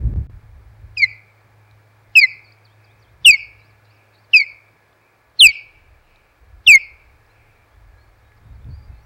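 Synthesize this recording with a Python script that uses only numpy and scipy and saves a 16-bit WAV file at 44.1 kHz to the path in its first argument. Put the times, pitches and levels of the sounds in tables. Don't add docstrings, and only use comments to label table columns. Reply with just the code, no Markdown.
import sys
import numpy as np
from scipy import signal
from scipy.fft import rfft, irfft
from scipy.io import wavfile
from scipy.ndimage import uniform_filter1d

SR = 44100
rng = np.random.default_rng(int(sys.argv[2]) if len(sys.argv) > 2 else 0)


def transcribe(signal):
    frames = np.atleast_2d(signal).T
    limited = np.clip(frames, -1, 1)
    pcm = np.round(limited * 32767).astype(np.int16)
    wavfile.write(sys.argv[1], SR, pcm)


def voltage_ratio(level):
    return 10 ** (np.asarray(level, float) / 20)


N = 399105
T = np.arange(N) / SR

# peak t/s, thump level/dB, flutter level/dB relative to the thump,
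# fade/ms
GUSTS = [(0.045, -24.5, 8, 81), (0.176, -26, 0.5, 52), (.32, -39.5, -40, 57), (.55, -40.5, -14.5, 120),
         (.67, -46.5, -4, 40), (.85, -40.5, -16, 99), (2.19, -53, -9, 40), (3.15, -49.5, -14, 80),
         (3.28, -47, 14.5, 18), (3.34, -53.5, -8, 40), (3.5, -57.5, -25, 110), (5.468, -35, -5.5, 18.11),
         (5.86, -43, -30, 80), (6.5, -46.5, -27.5, 100), (6.6, -53.5, -11.5, 33.3), (8.2, -56.5, -25, 80),
         (6.694, -39, 16.5, 12), (6.752, -37, 3, 15), (7.05, -49, -31, 150), (7.8, -43, -21, 50),
         (7.91, -45, -21, 80), (8.52, -39.5, -3, 73), (8.7, -37.5, -1, 50), (8.9, -37, -13, 120),
         (9.05, -62, -11, 30)]
# centre t/s, level/dB, half-width/ms, f/Hz
BUFFETS = [(.012, -19, 9, 70.7), (.04, -14, 9, 60.3), (.058, -11.5, 12, 62), (.075, -19, 8, 65.3),
           (.094, -20, 9, 55), (.113, -18, 11, 75), (.174, -13, 12.3, 73), (.215, -14, 6.3, 73),
           (.31, -39, 8.5, 70), (.344, -27, 9.2, 65), (.37, -32, 8.6, 70)]
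# t/s, level/dB
POLE_SWAY = [(0, -45), (1, -66), (2, -80), (3.2, -64), (3.7, -84), (5.3, -80), (5.7, -55), (8.3, -54),
             (9.05, -50)]
# f/Hz, level/dB per Hz
THUMP_COLOUR = [(25, -22), (45, -1.5), (65, -1), (90, -5.5), (130, -23.5), (200, -44.5), (1000, -90)]
CALM_THUMP_DB, CALM_FLUTTER_DB = -70, -61

# t/s, f/Hz, level/dB
HUM = [(0, 105.7, -47), (1, 105.5, -52), (3, 105.7, -54), (4.5, 104, -62), (5.4, 105.5, -64),
       (5.699, 105.5, -69.5), (7.001, 104.5, -70.5), (7.499, 105.6, -61), (8.4, 105.7, -54.5),
       (9.05, 106.7, -48)]
# f/Hz, level/dB
WHINES = [(848, -74.5), (1168, -84), (1696, -71), (2121, -77.5), (2331, -82)]
SCAN_HZ, SCAN_BEAT_HZ, SCAN_DB = 15735, 13.04, -80

# f/Hz, level/dB per Hz
SHORE_COLOUR = [(88, -35), (150, -15.5), (300, -3.5), (504, -1.5), (700, -2), (1690, -5), (2020, -8),
                (2400, -6.5), (2700, -16), (3040, -18), (4500, -18.5), (6000, -24.5), (12400, -28),
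                (14500, -25.5)]
SHORE_DB = -58.5

# t/s, f/Hz
GLIDES = [
    [(0.962, 3200), (0.968, 2850), (0.9745, 2542), (0.984, 2470), (0.9926, 2422), (1.0216, 2241),
     (1.0512, 2003), (1.068, 2006)],
    [(2.149, 3173), (2.1578, 2706), (2.1597, 2657), (2.1763, 2565), (2.1906, 2480), (2.244, 2058),
     (2.262, 1992)],
    [(3.243, 3776), (3.252, 3395), (3.2576, 2990), (3.2637, 2890), (3.273, 2781), (3.312, 2401),
     (3.333, 2255), (3.365, 2135)],
    [(4.328, 3255), (4.3352, 2909), (4.3402, 2650), (4.3517, 2561), (4.3754, 2423), (4.4089, 2241),
     (4.445, 2092)],
    [(5.386, 4307), (5.395, 4256), (5.4006, 3988), (5.4092, 3457), (5.4192, 3095), (5.4465, 2676),
     (5.4795, 2327), (5.52, 2200)],
    [(6.66, 3845), (6.669, 3495), (6.6749, 3022), (6.6816, 2767), (6.715, 2418), (6.7471, 2187),
     (6.757, 2140), (6.785, 2105)],
]
# t/s, level/dB
LOUDNESS = [
    [(0.962, -48), (0.968, -41), (0.9745, -15.5), (0.9915, -30), (.996, -17), (1.012, -13.5), (1.0165, -23),
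     (1.021, -11), (1.0347, -3), (1.042, -3.5), (1.0519, -21.5), (1.066, -36)],
    [(2.1495, -50), (2.1554, -6.5), (2.1631, -2), (2.177, 1.1), (2.188, 0), (2.2, -6), (2.21, -26.5),
     (2.212, -10.5), (2.2374, -4.5), (2.2411, 0), (2.2696, -29)],
    [(3.243, -30), (3.2523, -5), (3.2673, 6), (3.298, 3.5), (3.3064, 1), (3.3237, -23.5), (3.3257, -7),
     (3.3398, -15), (3.3432, -5), (3.3575, -21.5)],
    [(4.328, -51), (4.3356, -6), (4.3453, -0.6), (4.352, -1.25), (4.361, -1.25), (4.3703, -2.5),
     (4.3867, -17.5), (4.4052, -7), (4.409, -25), (4.4162, -6.5), (4.432, -29.5), (4.437, -21),
     (4.445, -32.5)],
    [(5.3862, -36), (5.3969, -7), (5.403, -5), (5.4105, 2), (5.417, -0.5), (5.424, 6), (5.4488, 6.5),
     (5.463, 4), (5.4704, -2), (5.4812, -24), (5.4832, -9.5), (5.5062, -18), (5.5193, -24.5)],
    [(6.6621, -36.5), (6.6703, -5), (6.6739, -12.5), (6.6759, 1), (6.686, -0.5), (6.7015, 5.5),
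     (6.7258, -2), (6.744, -1), (6.7557, 4), (6.762, -4.5), (6.7777, -12), (6.7826, -35.5)],
]
# centre t/s, level/dB, half-width/ms, beat f/Hz, t/s of a null
BEATS = [(1.0376, -18.5, 21.1, 100, 1.0471), (2.2314, -14.4, 15.6, 116, 2.2151),
         (3.3271, -17.8, 14.0, 93, 3.3288), (4.4011, -22.6, 29.7, 140, 4.3968),
         (5.4884, -19.8, 10.9, 177, 5.4839), (6.733, -13.1, 4.0, 90, 6.7207)]
# t/s, level/dB
OCTAVE = [
    [(.97, -46), (.981, -22), (.996, -22), (1.004, -31), (1.016, -38), (1.023, -18), (1.031, -24),
     (1.043, -17), (1.05, -32), (1.066, -58)],
    [(2.156, -48), (2.164, -17), (2.178, -19), (2.193, -12), (2.209, -24), (2.217, -13), (2.228, -24),
     (2.233, -14), (2.25, -22), (2.262, -52)],
    [(3.249, -58), (3.263, -19), (3.281, -10), (3.29, -12), (3.298, -38), (3.309, -9), (3.319, -13),
     (3.327, -35), (3.333, -15), (3.365, -42)],
    [(4.334, -45), (4.345, -23), (4.356, -23), (4.37, -13), (4.386, -12.5), (4.395, -31), (4.404, -17),
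     (4.417, -35), (4.426, -31), (4.44, -48)],
    [(5.395, -65), (5.414, -33), (5.445, -28), (5.462, -16), (5.471, -10), (5.483, -33), (5.492, -19),
     (5.5, -24), (5.508, -43), (5.518, -50)],
    [(6.666, -60), (6.679, -25), (6.69, -17), (6.7, -38), (6.71, -21), (6.724, -13), (6.736, -15),
     (6.748, -22), (6.762, -28), (6.775, -56)],
]
# echo level/dB, octave level/dB in the echo, upper partials level/dB, haze level/dB
VOICE = [(-31, -18.5, -24, -44.5), (-27.5, -16.5, -27.5, -38.5), (-26.5, -17, -29.5, -36.5),
         (-31, -18.5, -29, -36.5), (-25.5, -19.5, -28.5, -36.5), (-27.5, -19.5, -27, -37.5)]
LEAN = [1, 1, -1, 1, -1, -1]

# arrival/ms, build-up/ms, time to fall 60 dB/s, level/dB
ECHOES = [
    (24.96, 4.4, 0.37, -3),
    (66.05, 4, 0.11, -2),
    (84, 1.8, 0.093, 0.5),
    (100.86, 15, 0.22, -2),
    (146.9, 94, 1.1, -20.5),
    (585, 77, 1.2, -27.5),
]
# f/Hz, level/dB
ECHO_COLOUR = [(1500, -13), (2050, -3.5), (2330, 1), (2650, -3), (3400, -18), (4150, -7), (4600, -1.5),
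               (5300, -3), (5900, -24), (12000, -32.5)]
# f/Hz, level/dB
SLAP_COLOUR = [(1800, -8), (2400, -3), (3300, -14), (3900, -10), (4500, 3), (5300, 4), (5900, -14),
               (7200, -3), (9300, -4), (11000, -20)]
SLAP_MS, SLAP_SPREAD_MS, SLAP_DB = 81, 8, 1.5

# t/s, peak level/dB, f/Hz
TICKS = [(1.4094, -68, 4250), (1.7119, -56, 3978), (4.9294, -62, 3544), (6.1598, -55, 3872),
         (7.265, -66, 5210), (8.32, -53, 2000), (8.645, -59.5, 3500), (8.893, -58.5, 2000)]

# share of length (0 to 1), pitch ratio, level/dB
SCOOP = [(0, 1.13, -10), (.25, 1.01, -2), (.45, 1.0, -1), (.74, 1.13, -7), (.8, 1.0, -40), (.86, .87, -16),
         (.93, 1.06, 5), (1, 1.23, -8)]
DROP = [(0, 1.22, -24), (.13, 1.0, 0), (.26, .79, -14), (.4, .69, -13), (.58, .69, -13), (.8, .78, -10),
        (1, .83, -22)]
ARCH = [(0, 0.98, -12), (.2, .98, -5), (.3, 1.04, -9), (.41, 1.14, -1), (.54, 1.26, -5), (.7, 1.4, -9),
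        (.8, 1.3, -14), (.88, 1.12, -3), (1, .98, -11)]
RISE = [(0, .92, -9), (.55, 1.0, -1), (.8, 1.025, 0), (1, 1.03, -7)]
HOLD = [(0, 0.97, -7), (.5, 1.0, -2), (1, 1.005, -4)]
FALL = [(0, 1.1, 3), (.5, 1.0, 11), (1, .91, 1)]
# start t/s, length/s, f/Hz, level/dB
SCOOPS = [(2.44, .09, 4340, -58)]
DROPS = [(2.64, .105, 4600, -59), (2.836, .1, 4700, -60), (3.015, .095, 4600, -61), (3.203, .1, 4800, -68),
         (8.176, .11, 4600, -72), (8.362, .12, 4750, -73), (8.543, .1, 4600, -72)]
ARCHES = [(3.6, .122, 4000, -66), (3.858, .128, 4050, -66), (4.135, .128, 3950, -68)]
RISES = [(7.285, 0.039, 4060, -72), (7.7, 0.058, 3380, -73), (7.975, .07, 4330, -70.5),
         (8.7, .07, 4680, -63), (8.79, .046, 2290, -71), (8.96, .06, 4350, -71)]
HOLDS = [(7.5, .16, 2350, -71), (7.9, 0.18, 1665, -63), (7.97, .09, 2330, -70.5), (8.1, 0.36, 1686, -71),
         (8.61, 0.031, 3530, -77), (8.235, .08, 3850, -74), (8.43, .11, 3730, -75), (8.9, 0.085, 2620, -68),
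         (8.045, .07, 4420, -77), (8.765, .125, 4760, -74), (9.02, .028, 5750, -70)]
FALLS = [(2.988, 0.036, 5650, -78), (8.76, .02, 2400, -79)]
# centre t/s, level/dB, half-width/ms, f/Hz, width f/Hz
BUZZES = [(3.6, -68, 14, 4500, 1100), (3.856, -67, 13, 4200, 1300), (4.148, -65.5, 18, 4000, 800),
          (8.715, -67, 20, 4450, 400), (8.79, -69, 22, 4700, 350), (8.85, -73, 40, 4700, 250),
          (8.19, -73, 10, 4500, 1200), (8.95, -69, 18, 4050, 900), (7.52, -66, 150, 2350, 450),
          (8.375, -69, 12, 4800, 1100), (4.245, -75, 14, 4600, 600)]

# start t/s, end t/s, click-in level/dB, click-out level/dB
DROPOUTS = [
    (.1395, .16, -23, -23),
    (.269, .2975, -34, -31),
]
CLIP, CEILING = .915, 1.04
TOP_HZ = 15850


def level(x, db):
    return x * voltage_ratio(db) / np.sqrt(np.mean(x ** 2))


def colour(x, points):
    hz, db = np.transpose(points)
    f = np.fft.rfftfreq(len(x), 1 / SR) + 1
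    gain = voltage_ratio(np.interp(np.log(f), np.log(hz), db))
    return irfft(rfft(x) * gain, len(x))


def coloured_noise(points, db=0):
    return level(colour(rng.standard_normal(N), points), db)


def band(lo_hz, hi_hz):
    sos = signal.butter(2, [lo_hz, hi_hz], "band", fs=SR, output="sos")
    return level(signal.sosfilt(sos, rng.standard_normal(N)), 0)


def walk(rate):
    k = int(SR / rate)
    steps = np.repeat(rng.standard_normal(N // k + 1), k)
    return 1.7 * uniform_filter1d(uniform_filter1d(steps, k), k)[:N]


def swells(t, rows):
    return sum(voltage_ratio(db) * np.exp(-((t - s) * 1000 / ms) ** 2) for s, db, ms in rows)


def wind():
    calmer_db = np.interp(T, [3.0, 5.6, 8.3, 8.6], [3, -2, -1.5, 4])
    thump = voltage_ratio(CALM_THUMP_DB)
    flutter = voltage_ratio(CALM_FLUTTER_DB + calmer_db)
    for s, thump_db, flutter_db, fade_ms in GUSTS:
        gust = voltage_ratio(thump_db) * np.exp(-abs(T - s) * 1000 / fade_ms)
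        thump = thump + gust
        flutter = flutter + voltage_ratio(flutter_db) * gust
    flutter_noise = coloured_noise([(70, -28.5), (110, 6.5), (160, -5.5), (220, -13.0),
                                    (400, -23), (1000, -46), (3000, -71.0)])
    out = thump * voltage_ratio(2.4 * walk(16)) * coloured_noise(THUMP_COLOUR)
    out += flutter * voltage_ratio(-6.0 + 2.4 * walk(22)) * flutter_noise
    for s, db, ms, hz in BUFFETS:
        out += swells(T, [(s, db, ms)]) * np.cos(2 * np.pi * hz * (T - s))
    sway = voltage_ratio(np.interp(T, *np.transpose(POLE_SWAY)))
    return out + sway * band(26, 28)


def motor():
    s, hz, db = np.transpose(HUM)
    loudness = voltage_ratio(np.interp(T, s, db) + 3 + 1.5 * walk(6))
    out = loudness * np.sin(2 * np.pi * np.cumsum(np.interp(T, s, hz)) / SR)
    for hz, db in WHINES:
        loudness = voltage_ratio(db + 2.0 + 2.0 * walk(6.8))
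        out += loudness * np.sin(2 * np.pi * np.cumsum(hz + 0.45 * walk(3.5)) / SR)
    beating = np.sin(np.pi * SCAN_BEAT_HZ * (T - 1.395))
    return out + voltage_ratio(SCAN_DB + 3) * beating * np.sin(2 * np.pi * SCAN_HZ * T)


def shore():
    return coloured_noise(SHORE_COLOUR, SHORE_DB) * voltage_ratio(0.4 * walk(1.3))


def osprey():
    near, far = np.zeros(N), np.zeros(N)
    waver, shimmer = voltage_ratio(4.0 * walk(330)), voltage_ratio(1.2 * walk(170))
    haze = coloured_noise([(1000, -20), (2000, 0), (4300, 0), (5800, -6), (7000, -30)])
    for glide, loud, beat, octave, voice, lean in zip(GLIDES, LOUDNESS, BEATS, OCTAVE, VOICE, LEAN):
        echo_db, octave_db, upper_db, haze_db = voice
        s, hz = np.transpose(glide)
        on = slice(int(s[0] * SR), int(s[-1] * SR) + 150)
        t = T[on]
        u = np.linspace(0, 1, len(t))
        pitch = uniform_filter1d(np.interp(t, s, hz), size=150)
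        phase = 2 * np.pi * np.cumsum(pitch) / SR
        upper = sum(voltage_ratio(upper_db - 12.0 * k ** 1.2) * np.sin((3 + k) * phase + k) for k in range(3))

        loud_db = uniform_filter1d(np.interp(t, *np.transpose(loud)), size=110)
        near[on] = voltage_ratio(loud_db) * np.sin(phase)
        beat_hz, null_s = beat[3:]
        near[on] -= swells(t, [beat[:3]]) * np.sin(phase + 2 * np.pi * beat_hz * (t - null_s))
        bloom_db = np.interp(t, *np.transpose(octave), left=-70, right=-70)
        bloom = voltage_ratio(uniform_filter1d(bloom_db, size=130)) * shimmer[on] * (1 - u ** 12)
        near[on] += bloom * (np.sin(2 * phase - 1.2) + upper * waver[on])
        near[on] *= lean * signal.windows.tukey(len(t), .12)
        near += swells(T, [(s[0] + .045, haze_db - 10, 42)]) * haze

        effort = (1 - np.exp(-u / 0.18)) * (1 - u ** 2.7)
        overtones = voltage_ratio(octave_db) * (np.sin(2 * phase) + 6.9 * upper)
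        far[on] = voltage_ratio(echo_db) * effort * (np.sin(phase) + overtones)
    return near, far


def shore_echo(x):
    t = T[:2 * SR]
    shape = 0
    for start_ms, rise_ms, t60, db in ECHOES:
        age = np.maximum(t - start_ms / 1000, 0)
        shape = shape + voltage_ratio(db - 60 * age / t60) * (1 - np.exp(-age * 1000 / rise_ms))
    returns = shape * rng.standard_normal(len(t))
    after_slap_ms = t * 1000 - SLAP_MS
    slap_shape = voltage_ratio(SLAP_DB) * (after_slap_ms > 0) * np.exp(-abs(after_slap_ms) / SLAP_SPREAD_MS)
    slap = slap_shape * rng.standard_normal(len(t))
    response = (colour(returns, ECHO_COLOUR) + colour(slap, SLAP_COLOUR)) / 30
    return signal.fftconvolve(x, response)[:N]


def ticks():
    out, t = np.zeros(N), T[:200]
    for s, db, hz in TICKS:
        click = np.exp(-t / 0.001139) * np.sin(2 * np.pi * hz * t)
        out[int(s * SR):][:200] += voltage_ratio(db + 10.5) * click
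    return out


def songbird():
    out, warble = np.zeros(N + SR), 1 + .006 * walk(220)
    song = ((SCOOP, SCOOPS), (DROP, DROPS), (ARCH, ARCHES), (RISE, RISES), (HOLD, HOLDS), (FALL, FALLS))
    for shape, rows in song:
        share, ratio, shape_db = np.transpose(shape)
        for s, length, hz, db in rows:
            u = np.linspace(0, 1, int(length * SR))
            bend = uniform_filter1d(np.interp(u, share, ratio), size=len(u) // 14)
            pitch = hz * bend * warble[:len(u)]
            loudness = voltage_ratio(db + 5.0 + np.interp(u, share, shape_db)) * signal.windows.tukey(len(u), .1)
            out[int(s * SR):][:len(u)] += loudness * np.sin(2 * np.pi * np.cumsum(pitch) / SR)
    for s, db, ms, hz, width_hz in BUZZES:
        out[:N] += swells(T, [(s, db, ms)]) * band(hz - width_hz / 2, hz + width_hz / 2)
    rough = out[:N] * voltage_ratio(2.2 * walk(130))
    distant = colour(rough, [(1500, 0.5), (3200, -2), (4500, 2.0), (6000, -4)])
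    t = T[:SR // 5]
    tail = voltage_ratio(-40 - 60 * t / .32) * rng.standard_normal(len(t))
    return distant + signal.fftconvolve(distant, tail)[:N]


def scene():
    near, far = osprey()
    return (wind() + motor() + shore() + near + shore_echo(far) + ticks() + songbird())[None]


def stalls(x):
    bass = signal.sosfiltfilt(signal.butter(4, 170, fs=SR, output="sos"), x)
    stalled = uniform_filter1d(sum(1. * ((T > a) & (T < b)) for a, b, *_ in DROPOUTS), 12)
    out = x + 0.93 * stalled * (bass - x)
    t = T[:600]
    click = np.exp(-t / 0.0018) * (1 - np.exp(-t / 0.00033))
    for start, end, in_db, out_db in DROPOUTS:
        out[:, int(start * SR):][:, :600] += voltage_ratio(in_db) * click
        out[:, int(end * SR):][:, :600] += voltage_ratio(out_db) * click
    return out


def band_limit(x):
    return signal.sosfilt(signal.butter(12, 16500, fs=SR, output="sos"), x)


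def record(dry):
    fine = signal.resample_poly(dry, 2, 1, axis=1)
    shaved = signal.resample_poly(fine - np.clip(fine, -CLIP, CLIP), 1, 2, axis=1)
    x = dry - shaved + 0.6 * uniform_filter1d(shaved, size=700)
    excess = np.maximum(abs(dry) - CLIP, 0)
    overload = np.sqrt(uniform_filter1d(excess, size=120) + 1e-12)
    x = x + overload * (voltage_ratio(-35) * band(3600, 14500) + voltage_ratio(-49) * band(60, 900))
    power = uniform_filter1d(uniform_filter1d(x ** 2, size=60), size=60)
    size = np.sqrt(2 * power + 1e-9)
    fade_in = np.minimum(T / .004, 1)
    x = .95 * x * np.minimum(1, CEILING / size) * fade_in
    x = signal.sosfilt(signal.butter(3, 33, "high", fs=SR, output="sos"), x)
    x = signal.sosfilt(signal.ellip(8, .1, 30, TOP_HZ, fs=SR, output="sos"), x)
    mix = stalls(x)
    return band_limit(mix)


dry = scene()
out = record(dry)
transcribe(out)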